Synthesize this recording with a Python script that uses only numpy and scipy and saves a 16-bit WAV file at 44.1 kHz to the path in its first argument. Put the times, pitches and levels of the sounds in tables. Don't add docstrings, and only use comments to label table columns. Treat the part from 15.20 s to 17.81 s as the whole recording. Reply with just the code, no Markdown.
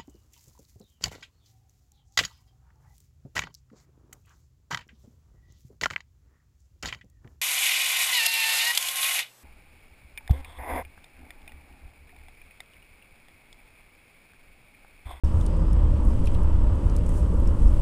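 import sys
import numpy as np
from scipy import signal
from scipy.fft import rfft, irfft
from scipy.io import wavfile
from scipy.ndimage import uniform_filter1d

SR = 44100
rng = np.random.default_rng(int(sys.argv[2]) if len(sys.argv) > 2 else 0)


def file_out(sig):
    cols = np.atleast_2d(sig).T
    lim = np.clip(cols, -1, 1)
    pcm = np.round(lim * 32767).astype(np.int16)
    wavfile.write(sys.argv[1], SR, pcm)


def gain_from_decibels(decibels):
    exponent = np.asarray(decibels, float) / 20
    return 10 ** exponent


N = 115101


def level(x, db):
    return x * gain_from_decibels(db) / np.sqrt(np.mean(x ** 2))


def curve(table, axis):
    points = np.array(table)
    return np.interp(np.arange(N) / SR, points[:, 0], points[:, axis])


def walk(rate):
    hold = int(SR / rate)
    steps = np.repeat(rng.standard_normal(N // hold + 1), hold)
    return uniform_filter1d(uniform_filter1d(steps, hold), hold)[:N]


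def colour(x, points):
    hz, db = np.log(np.array(points)[:, 0]), np.array(points)[:, 1]
    edge = np.log(1.12)
    hz = np.r_[hz[0] - edge, hz, hz[-1] + edge]
    db = np.r_[db[0] - 40, db, db[-1] - 40]
    f = np.log(np.arange(N // 2 + 1) * SR / N + 1e-3)
    gain_db = np.interp(f, hz, db, -200, -200)
    return level(irfft(rfft(x) * gain_from_decibels(gain_db), N), 0)


def noise(points, flicker_db, rate):
    return colour(rng.standard_normal(N) * gain_from_decibels(flicker_db * walk(rate)), points)


def broad_peak(size, centre_hz, width_octaves, dull_hz):
    octaves = np.log2(np.arange(size // 2 + 1) * SR / size + 1)
    peak = np.exp(-.5 * ((octaves - np.log2(centre_hz)) / width_octaves) ** 2)
    return peak / (1 + (2 ** octaves / dull_hz) ** 8)


def panel_blows(table, rise_s, gain_db):
    out, t = 0, np.arange(N) / SR
    for s, db, hz in table:
        age = np.maximum(t - s, 0) / rise_s
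        swell = age * np.exp(1 - age)
        out = out + gain_from_decibels(db + gain_db) * swell * np.sin(2 * np.pi * (hz * t + rng.random()))
    return out


def even_rumble(points, drive_db):
    x = colour(rng.standard_normal(N), points)
    power = uniform_filter1d(x ** 2, int(.06 * SR))
    x = x / np.sqrt(power + 0.015) * gain_from_decibels(drive_db)
    rms = np.sqrt(np.mean(x ** 2))
    return colour(x, [(10, 13.3), (20, 4.6), (135, 10.7)]) * rms


# (pitch [Hz], level [dB rms])
WHINE = [(7732, -86), (7792, -85), (7822, -86), (7852, -78), (7882, -74), (7942, -81), (8001, -83),
         (8062, -85), (8091, -87)]


def whine():
    t = np.arange(N) / SR
    return sum(np.sqrt(2) * gain_from_decibels(db) * np.sin(2 * np.pi * (hz * t + rng.random())) for hz, db in WHINE)


# (frequency [Hz], level [dB per Hz])
HISS = [(5500, -7.5), (6800, -3.5), (8500, -4.5), (9800, -3.5), (12000, -17), (15800, -24)]


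def steady_hiss():
    return gain_from_decibels(-68) * noise(HISS, 0.51, 17)


# (frequency [Hz], level [dB per Hz])
RUSTLE_SPECTRUM = [(3820, -16), (6500, -8.5), (7960, -7), (8500, -3.5), (10700, -9), (11500, -13.5),
                   (15600, -25)]
# (time [s], level [dB])
RUSTLE = [(.04, -62), (.12, -65), (.2, -59), (.3, -69.5), (.7, -73.5), (.88, -63), (1.03, -66),
          (1.065, -62), (1.17, -67), (1.5, -70), (1.69, -63), (1.81, -68), (1.9, -62), (1.98, -53),
          (2.03, -64), (2.3, -64), (2.45, -61), (2.6, -61.5)]


def rustle():
    grain_db = 1.5 * rng.exponential(size=N) + 1.2 * walk(45)
    grains = rng.standard_normal(N) * gain_from_decibels(grain_db)
    return colour(grains, RUSTLE_SPECTRUM) * gain_from_decibels(curve(RUSTLE, axis=1))


# (start [s], end [s], level [dB])
SQUEAKS = [
    (0.03, 0.157, -69),
    (0.277, 0.544, -68.5),
    (.85, .96, -72),
]


def squeak():
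    t = np.arange(N) / SR
    gate = 0
    for start, end, db in SQUEAKS:
        fade = np.clip(np.minimum(t - start, end - t) / .03, 0, 1)
        gate = gate + gain_from_decibels(db) * fade
    return gate * noise([(4720, -3), (5000, 0), (5280, -3)], 1.5, 25)


# (time [s], length [s], level [dB], centre [Hz])
SCRAPES = [(.266, .004, -52, 4730), (.369, .003, -59, 9500), (1.057, .005, -54, 9150),
           (1.072, .004, -52, 10900), (1.076, .007, -46, 2700), (1.117, 0.0037, -62, 8000),
           (1.148, 0.0055, -55.5, 9500), (1.151, 0.0033, -49, 2800), (1.866, .004, -54, 7700),
           (1.892, .005, -59, 8500), (1.907, .004, -59, 8000)]


def scrapes():
    out, t = 0, np.arange(N) / SR
    for s, length, db, hz in SCRAPES:
        grains = rng.standard_normal(N) * gain_from_decibels(2.5 * rng.exponential(size=N))
        band = irfft(rfft(grains) * broad_peak(N, hz, .33, 12500), N)
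        out = out + level(band, db) * np.exp(-np.abs(t - s) / length)
    return out


# (time [s], ring level [dB], ring pitch [Hz], snap
# level [dB], snap centre [Hz])
TICKS = [(0.047, -43, 5440, -45, 8500), (0.2116, -39.5, 3500, -41.5, 6500), (0.264, -45, 2970, -36.5, 9000),
         (.4165, -54, 5300, -56, 6000), (0.531, -44, 5440, -40.5, 10000), (.742, -68, 5000, -52, 8000),
         (.852, -56, 9500, -42, 11600), (.94, -60, 9000, -52, 12500), (1.043, -61, 5500, -50, 7500),
         (1.059, -40.5, 4100, -42, 7000), (1.069, -50, 3800, -50, 9200), (1.0733, -32, 2600, -36, 3960),
         (1.149, -42, 2120, -40, 3117), (1.146, -58, 9550, -48, 10000), (1.2335, -54, 5460, -43.5, 10000),
         (1.556, -59, 9100, -46, 10010), (1.698, -54, 4467, -41, 6000), (1.751, -46, 3400, -50, 9000),
         (1.765, -41, 4176, -34.5, 8500), (1.786, -50, 4660, -48, 8997), (1.864, -50, 5584, -40.5, 8500),
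         (1.8926, -55, 7215, -35, 10000), (2.201, -51, 12810, -45, 10500),
         (2.275, -40.5, 5460, -38.5, 8500),
         (.263, -37, 9240, -52, 5000),
    (.532, -45, 9320, -51, 9722),
    (1.149, -46, 4100, -60, 4100),
    (1.764, -43, 10100, -43, 12000),
    (1.765, -42, 5300, -44, 5000),
    (1.919, -57, 6460, -58, 6900),
    (2.029, -56, 5200, -49, 7000),
    (2.481, -45, 5250, -49, 5600),
    (2.55, -60, 4000, -49, 8980),
]


def ticks():
    size, lead = 2048, 512
    snap_s, tail_s, scuff_s, ring_t60_s = .0009, .0035, .006, .0065
    out, t = np.zeros(N + size), (np.arange(size) - lead) / SR
    after = np.maximum(t, 0)
    shape = (t >= 0) * (np.exp(-after / snap_s) + .35 * np.exp(-after / tail_s))
    shape = shape + .13 * np.exp(-np.abs(t) / scuff_s)
    ring_shape = np.exp(-np.log(1000) * after / ring_t60_s) * (1 - np.exp(-after / snap_s))
    for s, ring_db, ring_hz, snap_db, snap_hz in TICKS:
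        burst = rng.standard_normal(size) * shape
        snap = irfft(rfft(burst) * broad_peak(size, snap_hz, .5, 11000), size)
        ring = ring_shape * np.sin(2 * np.pi * ring_hz * after)
        at = int(s * SR) - lead - 12
        out[at:at + size] += gain_from_decibels(snap_db) * snap / np.abs(snap).max() + gain_from_decibels(ring_db + 9) * ring
    return out[:N]


# (frequency [Hz], level [dB per Hz])
FLOOR_PAN = [(120, -13), (140, -9), (166, -5), (198, -8.5), (250, -7), (300, -14), (400, -16.5),
             (600, -16.5), (650, -35.5)]
# (time [s], level [dB])
CRUNCH = [
    (.04, -7),
    (.3, 2),
    (.45, -1.5),
    (.9, 1.5),
    (1.2, 0),
    (1.6, -1),
    (2.05, 1.5),
    (2.3, 2),
    (2.6, -2),
]


def tyres():
    return gain_from_decibels(-36 + curve(CRUNCH, axis=1)) * noise(FLOOR_PAN, 0.58, 14)


# (time [s], level [dB], pitch [Hz])
LUMPS = [(0.04, -34, 156), (0.16, -29, 132), (0.321, -25, 161), (0.404, -26, 167), (0.499, -29, 172),
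         (0.633, -29, 132), (0.778, -33, 199), (0.854, -27, 167), (0.992, -26, 167), (1.151, -28, 180),
         (1.34, -28, 186), (1.565, -30, 172), (1.673, -30, 159), (1.812, -29, 164), (1.868, -30, 164),
         (2.098, -26, 170), (2.232, -31, 132), (2.398, -33, 148)]


def snow_lumps():
    return panel_blows(LUMPS, rise_s=.02, gain_db=-3)


# (time [s], turns per second [Hz])
ENGINE_HZ = [
    (0, 35.55),
    (.5, 35.37),
    (1.0, 35.27),
    (1.6, 35.56),
    (2.6, 35.5),
]
# (multiple of the turning speed, level [dB])
ORDERS_DB = [(2, -36), (3, -35), (4.5, -44.5), (5, -51), (6, -45), (8, -52), (9, -43), (13, -78), (14, -71),
             (15, -54.5), (16, -58.5), (17, -56)]
# (frequency [Hz], level [dB per Hz])
BULKHEAD = [(360, -9.5), (620, -9), (651, -7), (769, -10), (945, -3), (1050, -7.5), (1170, -8),
            (1450, -16.5), (2000, -26), (2600, -53), (4400, -120)]
# (frequency [Hz], level [dB per Hz])
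CABIN = [(1120, -10.5), (1900, 0.5), (3020, 2.5), (3760, -5), (4080, -6.5), (5070, -6.5), (5540, -9.5),
         (7000, -29), (9100, -44), (15400, -120)]


def engine():
    turn = np.cumsum(curve(ENGINE_HZ, axis=1) * (1 + 0.0013 * walk(5.62))) / SR
    hum = 0
    for k, db in ORDERS_DB:
        loudness = np.sqrt(2) * gain_from_decibels(db + 0.82 * walk(7.27))
        hum = hum + loudness * np.sin(2 * np.pi * (k * turn + rng.random()))
    puff = np.exp(-(turn % 1) / 0.14) * gain_from_decibels(2.0 * walk(30.5))
    knock = 1 + 0.15 * level(puff, 0)

    def puffing(points):
        return colour(rng.standard_normal(N) * knock * gain_from_decibels(1.1 * walk(16)), points)

    return hum + gain_from_decibels(-45.5) * puffing(BULKHEAD) + gain_from_decibels(-59) * puffing(CABIN)


# (frequency [Hz], level [dB per Hz])
BODY = [(64, 0), (72, 0.5), (88, -8.5), (99, -17), (115, -15.5), (130, -25)]


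def body_drone():
    return even_rumble(BODY, -27.5)


# (frequency [Hz], level [dB per Hz])
SUSPENSION = [(10, 8), (16, -21), (23, -4), (33, 5.5), (52, -3), (59, -12)]
# (time [s], level [dB])
BUMPS = [(0.05, -19), (0.12, -36), (0.16, -22.5), (0.72, -16.5), (0.75, -29.5), (0.88, -15.5),
         (0.91, -25.5), (1.46, -16.5), (1.61, -29.5), (1.66, -17), (1.85, -25), (1.89, -18.5),
         (2.07, -23.5), (2.31, -15.5), (2.35, -33), (2.46, -8), (2.49, -18.5), (2.6, -16.5)]


def suspension():
    return even_rumble(SUSPENSION, curve(BUMPS, axis=1))


# (time [s], level [dB], pitch [Hz])
THUDS = [(0.036, -13.5, 67.3), (0.137, -11, 80.8), (0.355, -18, 75.73), (0.466, -14.5, 56.77),
         (0.538, -19.5, 75.4), (0.628, -16.5, 72.4), (0.729, -17, 67.52), (0.863, -12, 61.9),
         (0.985, -27, 56.5), (1.034, -22, 56.5), (1.143, -18.5, 75.13), (1.218, -19, 69.93),
         (1.323, -16, 80.55), (1.442, -14, 64.5), (1.497, -15.5, 85.7), (1.55, -15, 80.7),
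         (1.646, -18, 83.6), (1.771, -20, 56.45), (1.829, -22, 75), (1.947, -15.5, 75.6),
         (2.0, -15.5, 67.2), (2.168, -14.5, 70.05), (2.219, -19, 80.7), (2.298, -16.5, 83.4),
         (2.411, -11.5, 56.66), (2.469, -15.5, 56.5)]


def rut_thuds():
    return panel_blows(THUDS, rise_s=.017, gain_db=-2)


def scene():
    background = whine() + steady_hiss() + rustle()
    trim = squeak() + scrapes() + ticks()
    snow = tyres() + snow_lumps()
    car = engine() + body_drone() + suspension() + rut_thuds()
    return (background + trim + snow + car)[None]


def top_cut(x):
    return signal.sosfilt(signal.butter(12, 15800, fs=SR, output="sos"), x)


def record(dry):
    start_s, fade_s = 0.036, 0.00097
    opening = np.clip((np.arange(N) / SR - start_s) / fade_s, 0, 1)
    return top_cut(dry * opening)


dry = scene()
out = record(dry)
file_out(out)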